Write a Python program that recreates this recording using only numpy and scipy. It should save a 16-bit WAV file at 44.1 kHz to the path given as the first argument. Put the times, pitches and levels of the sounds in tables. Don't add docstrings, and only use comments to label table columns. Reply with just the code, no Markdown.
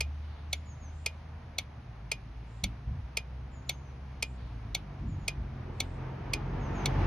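import sys
import numpy as np
from scipy import signal
from scipy.fft import rfft, irfft
from scipy.io import wavfile
from scipy.ndimage import uniform_filter1d

SR = 44100
rng = np.random.default_rng(int(sys.argv[2]) if len(sys.argv) > 2 else 0)


def dump(signal):
    limited = np.clip(np.atleast_2d(signal).T, -1, 1)
    pcm = np.round(limited * 32767).astype(np.int16)
    wavfile.write(sys.argv[1], SR, pcm)


N = 311346
RING = 16384


def undb(db):
    return 10 ** (np.asarray(db) / 20)


def unit(x):
    return x / np.sqrt(np.mean(x ** 2))


def decay(t60):
    return np.exp(-np.log(1000) * np.arange(RING) / SR / t60)


def curve(table):
    return np.interp(np.arange(N) / SR, *np.transpose(table))


def colour(x, spectrum):
    hz, db = np.transpose(spectrum)
    f = np.maximum(np.fft.rfftfreq(x.shape[-1], 1 / SR), 1)
    gain = undb(np.interp(np.log(f), np.log(hz), db))
    roll_off = np.minimum(hz[-1] / f, 1) ** 2
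    return irfft(rfft(x) * gain * roll_off, x.shape[-1])


def lowpass(x, hz, order=2):
    return signal.sosfilt(signal.butter(order, hz, fs=SR, output="sos"), x)


def walk(rate_hz):
    hold = int(SR / rate_hz)
    steps = np.repeat(rng.standard_normal(N // hold + 1), hold)
    return unit(uniform_filter1d(uniform_filter1d(steps, hold), hold)[:N])


# (frequency [Hz], side minus mid level [dB])
FIELD_WIDTH = [(60, -43), (150, -29.5), (300, -11), (600, -2), (1200, -7.5), (5000, -1)]

def diffuse(spectrum, size):
    mid, side = rng.standard_normal((2, size))
    side = colour(side, FIELD_WIDTH)
    return unit(colour(np.array([mid + side, mid - side]), spectrum))


def bird_note(length_s, start_hz, end_hz, waver=0.006, echo_db=-5, echo_decay_s=0.09):
    size = int(length_s * SR)
    jitter = unit(lowpass(rng.standard_normal(size), 200))
    hz = np.linspace(start_hz, end_hz, size) * (1 + waver * jitter)
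    tone = np.sin(2 * np.pi * np.cumsum(hz) / SR) * np.sin(np.linspace(0, np.pi, size))
    echoes = rng.standard_normal((2, RING)) * np.exp(-np.arange(RING) / SR / echo_decay_s)
    paths = unit(echoes) * undb(echo_db) / np.sqrt(RING)
    paths[0, 0] += 1
    paths[1, 0] += 1
    return signal.fftconvolve(tone[None], paths)


# (time [s], start frequency [Hz], level [dB])
BIRD_CHIRPS = [(0.5, 7500, -69), (0.648, 7150, -60.5), (0.798, 6850, -59.5), (3.51, 7380, -66),
               (3.659, 7052, -60.5), (3.82, 6640, -72), (5.064, 7350, -69), (5.18, 7233, -72),
               (6.595, 6800, -63.5), (6.735, 6904, -57.5)]
# (time [s], duration [s], level [dB])
BIRD_WHISTLES = [(0.902, 0.21, -74), (2.449, 0.23, -75.5), (4.217, 0.17, -73.5), (5.715, 0.3, -75.5)]

def birds(chirp_s=0.11, fall_hz_per_s=9000):
    out = np.zeros((2, N))
    for s, start_hz, db in BIRD_CHIRPS:
        end_hz = start_hz - fall_hz_per_s * chirp_s
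        add(out, s, undb(db) * bird_note(chirp_s, start_hz, end_hz, waver=0.01))
    for s, length_s, db in BIRD_WHISTLES:
        lower = bird_note(length_s, 7160, 7200)
        upper = undb(-4) * bird_note(length_s, 8330, 8480)
        add(out, s, undb(db) * (lower + upper))
    return out


def add(out, s, x):
    i = max(int(s * SR), 0)
    out[:, i:i + x.shape[-1]] += x[..., :max(N - i, 0)]


# (time [s], duration [s], level [dB], centre frequency [Hz])
TREBLE_RUSTLES = [(.12, .45, -67, 3520), (4.303, 0.28, -67, 3660), (4.877, 0.26, -82, 5600)]

def rustles():
    out = np.zeros((2, N))
    for s, length_s, db, hz in TREBLE_RUSTLES:
        size = int(length_s * SR)
        band = diffuse([(hz / 2, -15), (hz, 0), (hz * 1.3, -6), (hz * 2, -45)], N)
        uneven = band * undb(db + 2.5 * walk(30))
        add(out, s, uneven[:, :size] * np.hanning(size))
    return out


# (time [s], level [dB], rise time [s], decay time [s], upper edge [Hz])
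BASS_BUMPS = [(2.631, -29, 0.0083, 0.046, 264), (2.85, -30, 0.026, 0.12, 157),
              (4.98, -32.5, 0.073, 0.31, 255), (5.331, -32.5, 0.11, 0.081, 90)]

def bumps():
    t, out = np.arange(RING) / SR, np.zeros((2, N))
    taper = 1 - (t / t[-1]) ** 2
    for s, db, rise_s, decay_s, edge_hz in BASS_BUMPS:
        noise = colour(rng.standard_normal(RING), [(25, -19), (55, 4.5), (120, -4.5), (250, -11)])
        body = unit(lowpass(noise, edge_hz, order=4))
        swell = np.minimum(t / rise_s, 1) * np.exp(-np.maximum(t - rise_s, 0) / decay_s)
        add(out, s, undb(db) * body * swell * taper)
    return out


def car_distance(speed_m_s=10.93, draws_level_s=7.42, sideways_m=2.8):
    return np.hypot(speed_m_s * (draws_level_s - np.arange(N) / SR), sideways_m)


# (frequency [Hz], relative level [dB])
ROAD_RUMBLE = [(25, -22), (42, 12), (70, 9.5), (130, 10), (180, 0.5), (260, -4), (380, -15.5), (700, -52)]
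TYRE_ROAR = [(150, -3), (350, -2.5), (520, -1.5), (700, 3.5), (920, 2), (1150, -0.5), (1700, -5),
             (2400, -9.5), (4000, -24), (6500, -30.5), (8000, -71), (11500, -45.5)]
TREAD_DRONE = [(180, -1), (280, 2.5), (380, 3), (480, -1.5), (700, -14), (920, -2), (1200, -47)]
ROAD_HISS = [(300, -19), (900, -4.5), (2200, 5.5), (4000, -1), (6500, -7.5), (8000, -39), (9500, -13),
             (12500, -26.5), (14000, -48)]

def road(screening_db_per_m=0.3, waver_db=0.8):
    metres = car_distance()
    near = undb(-screening_db_per_m * metres) / metres

    def level(far_db, car_db, path_gain):
        return np.hypot(undb(far_db), undb(car_db) * path_gain)

    rumble = diffuse(ROAD_RUMBLE, N) * level(-48, -17, near) * undb(1.24 * walk(7.7))
    tyres = diffuse(TYRE_ROAR, N) * level(-57.5, -23, near) * undb(waver_db * walk(14))
    drone = diffuse(TREAD_DRONE, N) * near * undb(-21 - 0.081 * metres + 2 * waver_db * walk(18))
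    hiss = diffuse(ROAD_HISS, N) * level(-67, -25, near ** 2) * undb(waver_db * walk(7.3))
    return rumble + tyres + drone + hiss


# (time [s], firing rate [Hz])
FIRING_RATE = [(0.0, 72.75), (1.4, 78.74), (1.69, 73.2), (1.97, 52.53), (3.87, 67.78), (4.23, 65.27),
               (4.99, 45.44), (5.33, 46.8), (5.64, 42.26), (7.06, 46.35)]
# (time [s], level [dB])
FUNDAMENTAL_LEVEL = [(0, -40.5), (1.0, -42), (1.9, -50.5), (3.1, -44.5), (4.6, -44), (5.0, -50), (6.5, -43),
                     (7.06, -34.5)]
# (frequency [Hz], gain [dB])
EXHAUST_RESONANCE = [(85, 0.5), (115, 5.5), (140, 0.5), (180, -10.5), (230, -11.5), (280, -15.5),
                     (380, -19.5), (450, -18)]

def engine(overtone_base_db=-24.5, pull_db_per_octave=2):
    hz = curve(FIRING_RATE)
    pull_db = pull_db_per_octave * np.log2(hz / hz.min())
    overtone_db = overtone_base_db + pull_db - 20 * np.log10(car_distance())
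    phase = 2 * np.pi * np.cumsum(hz * (1 + 0.0072 * walk(12))) / SR
    hum = undb(curve(FUNDAMENTAL_LEVEL) + 1.8 * walk(8.2)) * np.sin(phase)
    for k in range(2, 9):
        exhaust_db = np.interp(k * hz, *np.transpose(EXHAUST_RESONANCE))
        hum += undb(overtone_db + exhaust_db + 3.3 * walk(14)) * np.sin(k * phase)
    return np.sqrt(2) * hum


def contact(s, low_hz, high_hz):
    f = np.fft.rfftfreq(RING, 1 / SR)
    band = signal.butter(2, [low_hz, high_hz], "band", fs=SR, output="sos")
    return signal.sosfreqz(band, f, fs=SR)[1] * np.exp(-2j * np.pi * f * s)


def frame_ring(modes, build_cycles=1.8):
    t, ring = np.arange(RING) / SR, np.zeros(RING)
    for k, (hz, db, t60) in enumerate(modes):
        build_up = 1 - np.exp(-(t * hz / build_cycles) ** 2)
        ring += (-1) ** k * undb(db) * np.sin(2 * np.pi * hz * t) * decay(t60) * build_up
    return ring


def case_rattle(grain, spectrum, low_t60=0.027, treble_t60=0.023):
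    noise = unit(colour(grain + 0.5 * rng.standard_normal(RING), spectrum))
    low = signal.sosfiltfilt(signal.butter(2, 7000, fs=SR, output="sos"), noise)
    return low * decay(low_t60) + (noise - low) * decay(treble_t60)


# (frequency [Hz], phase [rad])
PORT_PHASE = [(1200, 0), (2600, .5), (4200, .8), (5000, .1), (6000, 1.4), (7000, 2.5), (7700, 3.14),
              (10000, 5.6), (11500, 6.5), (13600, 9.3), (15500, 10.3)]

def ports(spectrum):
    lead = np.interp(np.fft.rfftfreq(RING, 1 / SR), *np.transpose(PORT_PHASE))
    return irfft(spectrum * np.exp(0.5j * np.array([lead, -lead])))


# (frequency [Hz], relative level [dB])
BAY_REFLECTIONS = [(250, -5), (600, 0), (1700, -10.5), (2400, 7), (3700, 1.5), (6500, -13.5), (8000, -26),
                   (11500, -13), (14000, -48)]

def strokes(first_s, blows, modes, case_spectrum, case_db, bay_db, bay_t60, cycle_s=1.05467):
    out = np.zeros((2, N))
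    early_s = 0.006
    force = sum(undb(db) * contact(early_s + s, low_hz, high_hz) for s, db, low_hz, high_hz in blows)
    ring = frame_ring(modes)
    grain = rng.standard_normal(RING)
    bay = diffuse(BAY_REFLECTIONS, RING) * undb(bay_db) * decay(bay_t60)
    reflected = irfft(rfft(bay) * force)
    for s in np.arange(first_s, N / SR, cycle_s):
        case = undb(case_db) * case_rattle(grain, case_spectrum)
        direct = ports(rfft(ring + case) * force)
        add(out, s - early_s, direct + reflected)
    return out


# (time from the main blow [s], strength [dB], lower band edge [Hz], upper band edge [Hz])
PULL_IN_CONTACTS = [(-0.00196, -4.4, 1630.0, 4400.0), (0.00011, 4.3, 100.0, 15200.0),
                    (0.00338, -7.1, 410.0, 2900.0), (0.01172, -17.9, 1460.0, 3100.0)]
RELEASE_CONTACTS = [(-0.00337, -14.8, 2630.0, 4700.0), (-0.00032, 0.2, 100.0, 14300.0),
                    (0.00234, -8.7, 500.0, 4500.0)]
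# (frequency [Hz], relative level [dB], time to fall 60 dB [s])
FRAME_CLOSED = [(450, -42.4, 0.049), (555, -44.9, 0.031), (669, -42.5, 0.028), (881, -47.1, 0.039),
                (1326, -52.6, 0.057), (2081, -41.5, 0.06), (2251, -26.3, 0.018), (2323, -34.0, 0.041),
                (2439, -38.4, 0.11), (2539, -30.9, 0.034), (2734, -42.1, 0.025), (3386, -35.4, 0.017),
                (3753, -38.4, 0.035), (4314, -33.5, 0.029), (4524, -33.6, 0.015), (4636, -43.0, 0.06),
                (4930, -28.2, 0.013), (5062, -43.7, 0.075), (5196, -38.1, 0.029), (5705, -34.7, 0.025),
                (6279, -37.7, 0.021), (6389, -49.6, 0.087), (6492, -38.9, 0.034), (6733, -33.0, 0.014),
                (7252, -41.6, 0.046), (7654, -37.1, 0.036), (8307, -31.3, 0.015), (10154, -46.4, 0.029),
                (11037, -43.1, 0.023), (15320, -38.9, 0.017)]
FRAME_OPEN = [(566, -38.3, 0.04), (716, -37.2, 0.03), (827, -43.3, 0.031), (1345, -44.9, 0.061),
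              (2188, -32.9, 0.048), (2334, -35.1, 0.078), (2488, -35.6, 0.036), (2687, -43.0, 0.043),
              (3078, -34.7, 0.031), (3299, -40.4, 0.043), (3440, -24.5, 0.034), (3553, -47.3, 0.099),
              (3681, -33.5, 0.048), (3952, -17.8, 0.014), (3947, -29.0, 0.027), (4091, -32.7, 0.033),
              (4332, -26.9, 0.026), (4556, -31.8, 0.028), (5076, -49.7, 0.048), (5662, -42.9, 0.024),
              (6040, -32.1, 0.05), (6498, -44.8, 0.048), (6919, -27.1, 0.017), (7225, -29.7, 0.024),
              (7628, -42.6, 0.022), (8396, -36.7, 0.02), (10215, -44.9, 0.023), (11359, -48.6, 0.034),
              (15663, -42.3, 0.022)]
# (frequency [Hz], relative level closed [dB], relative level open [dB])
CASE_SPECTRA = [(250, -33, -31), (500, -20, -9), (800, -20, -18), (1300, -40, -37), (1900, -32, -48),
                (2270, -1, 5), (2620, -1, -17), (3080, 4, -5), (4270, 0, -0.5), (5700, -3, -1),
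                (8100, -3.5, -1.5), (9500, -6.5, -4.5), (12000, -8.5, -5), (14000, -10, -5),
                (15500, -15, -18)]

def relay(pull_in_s=0.0072, release_s=0.53):
    case_closed = [(hz, db) for hz, db, _ in CASE_SPECTRA]
    case_open = [(hz, db) for hz, _, db in CASE_SPECTRA]
    ticks = strokes(pull_in_s, PULL_IN_CONTACTS, FRAME_CLOSED, case_closed,
                    case_db=-32, bay_db=-43.5, bay_t60=0.11)
    tocks = strokes(release_s, RELEASE_CONTACTS, FRAME_OPEN, case_open,
                    case_db=-28.5, bay_db=-41.5, bay_t60=0.13)
    return ticks + tocks


def scene():
    return relay() + engine() + road() + bumps() + rustles() + birds()


def record(dry, bottom_hz=29, top_hz=16200):
    bass_cut = signal.sosfilt(signal.butter(4, bottom_hz, "high", fs=SR, output="sos"), dry)
    return signal.sosfilt(signal.ellip(8, 0.2, 70, top_hz, fs=SR, output="sos"), bass_cut)


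dry = scene()
out = record(dry)
dump(out)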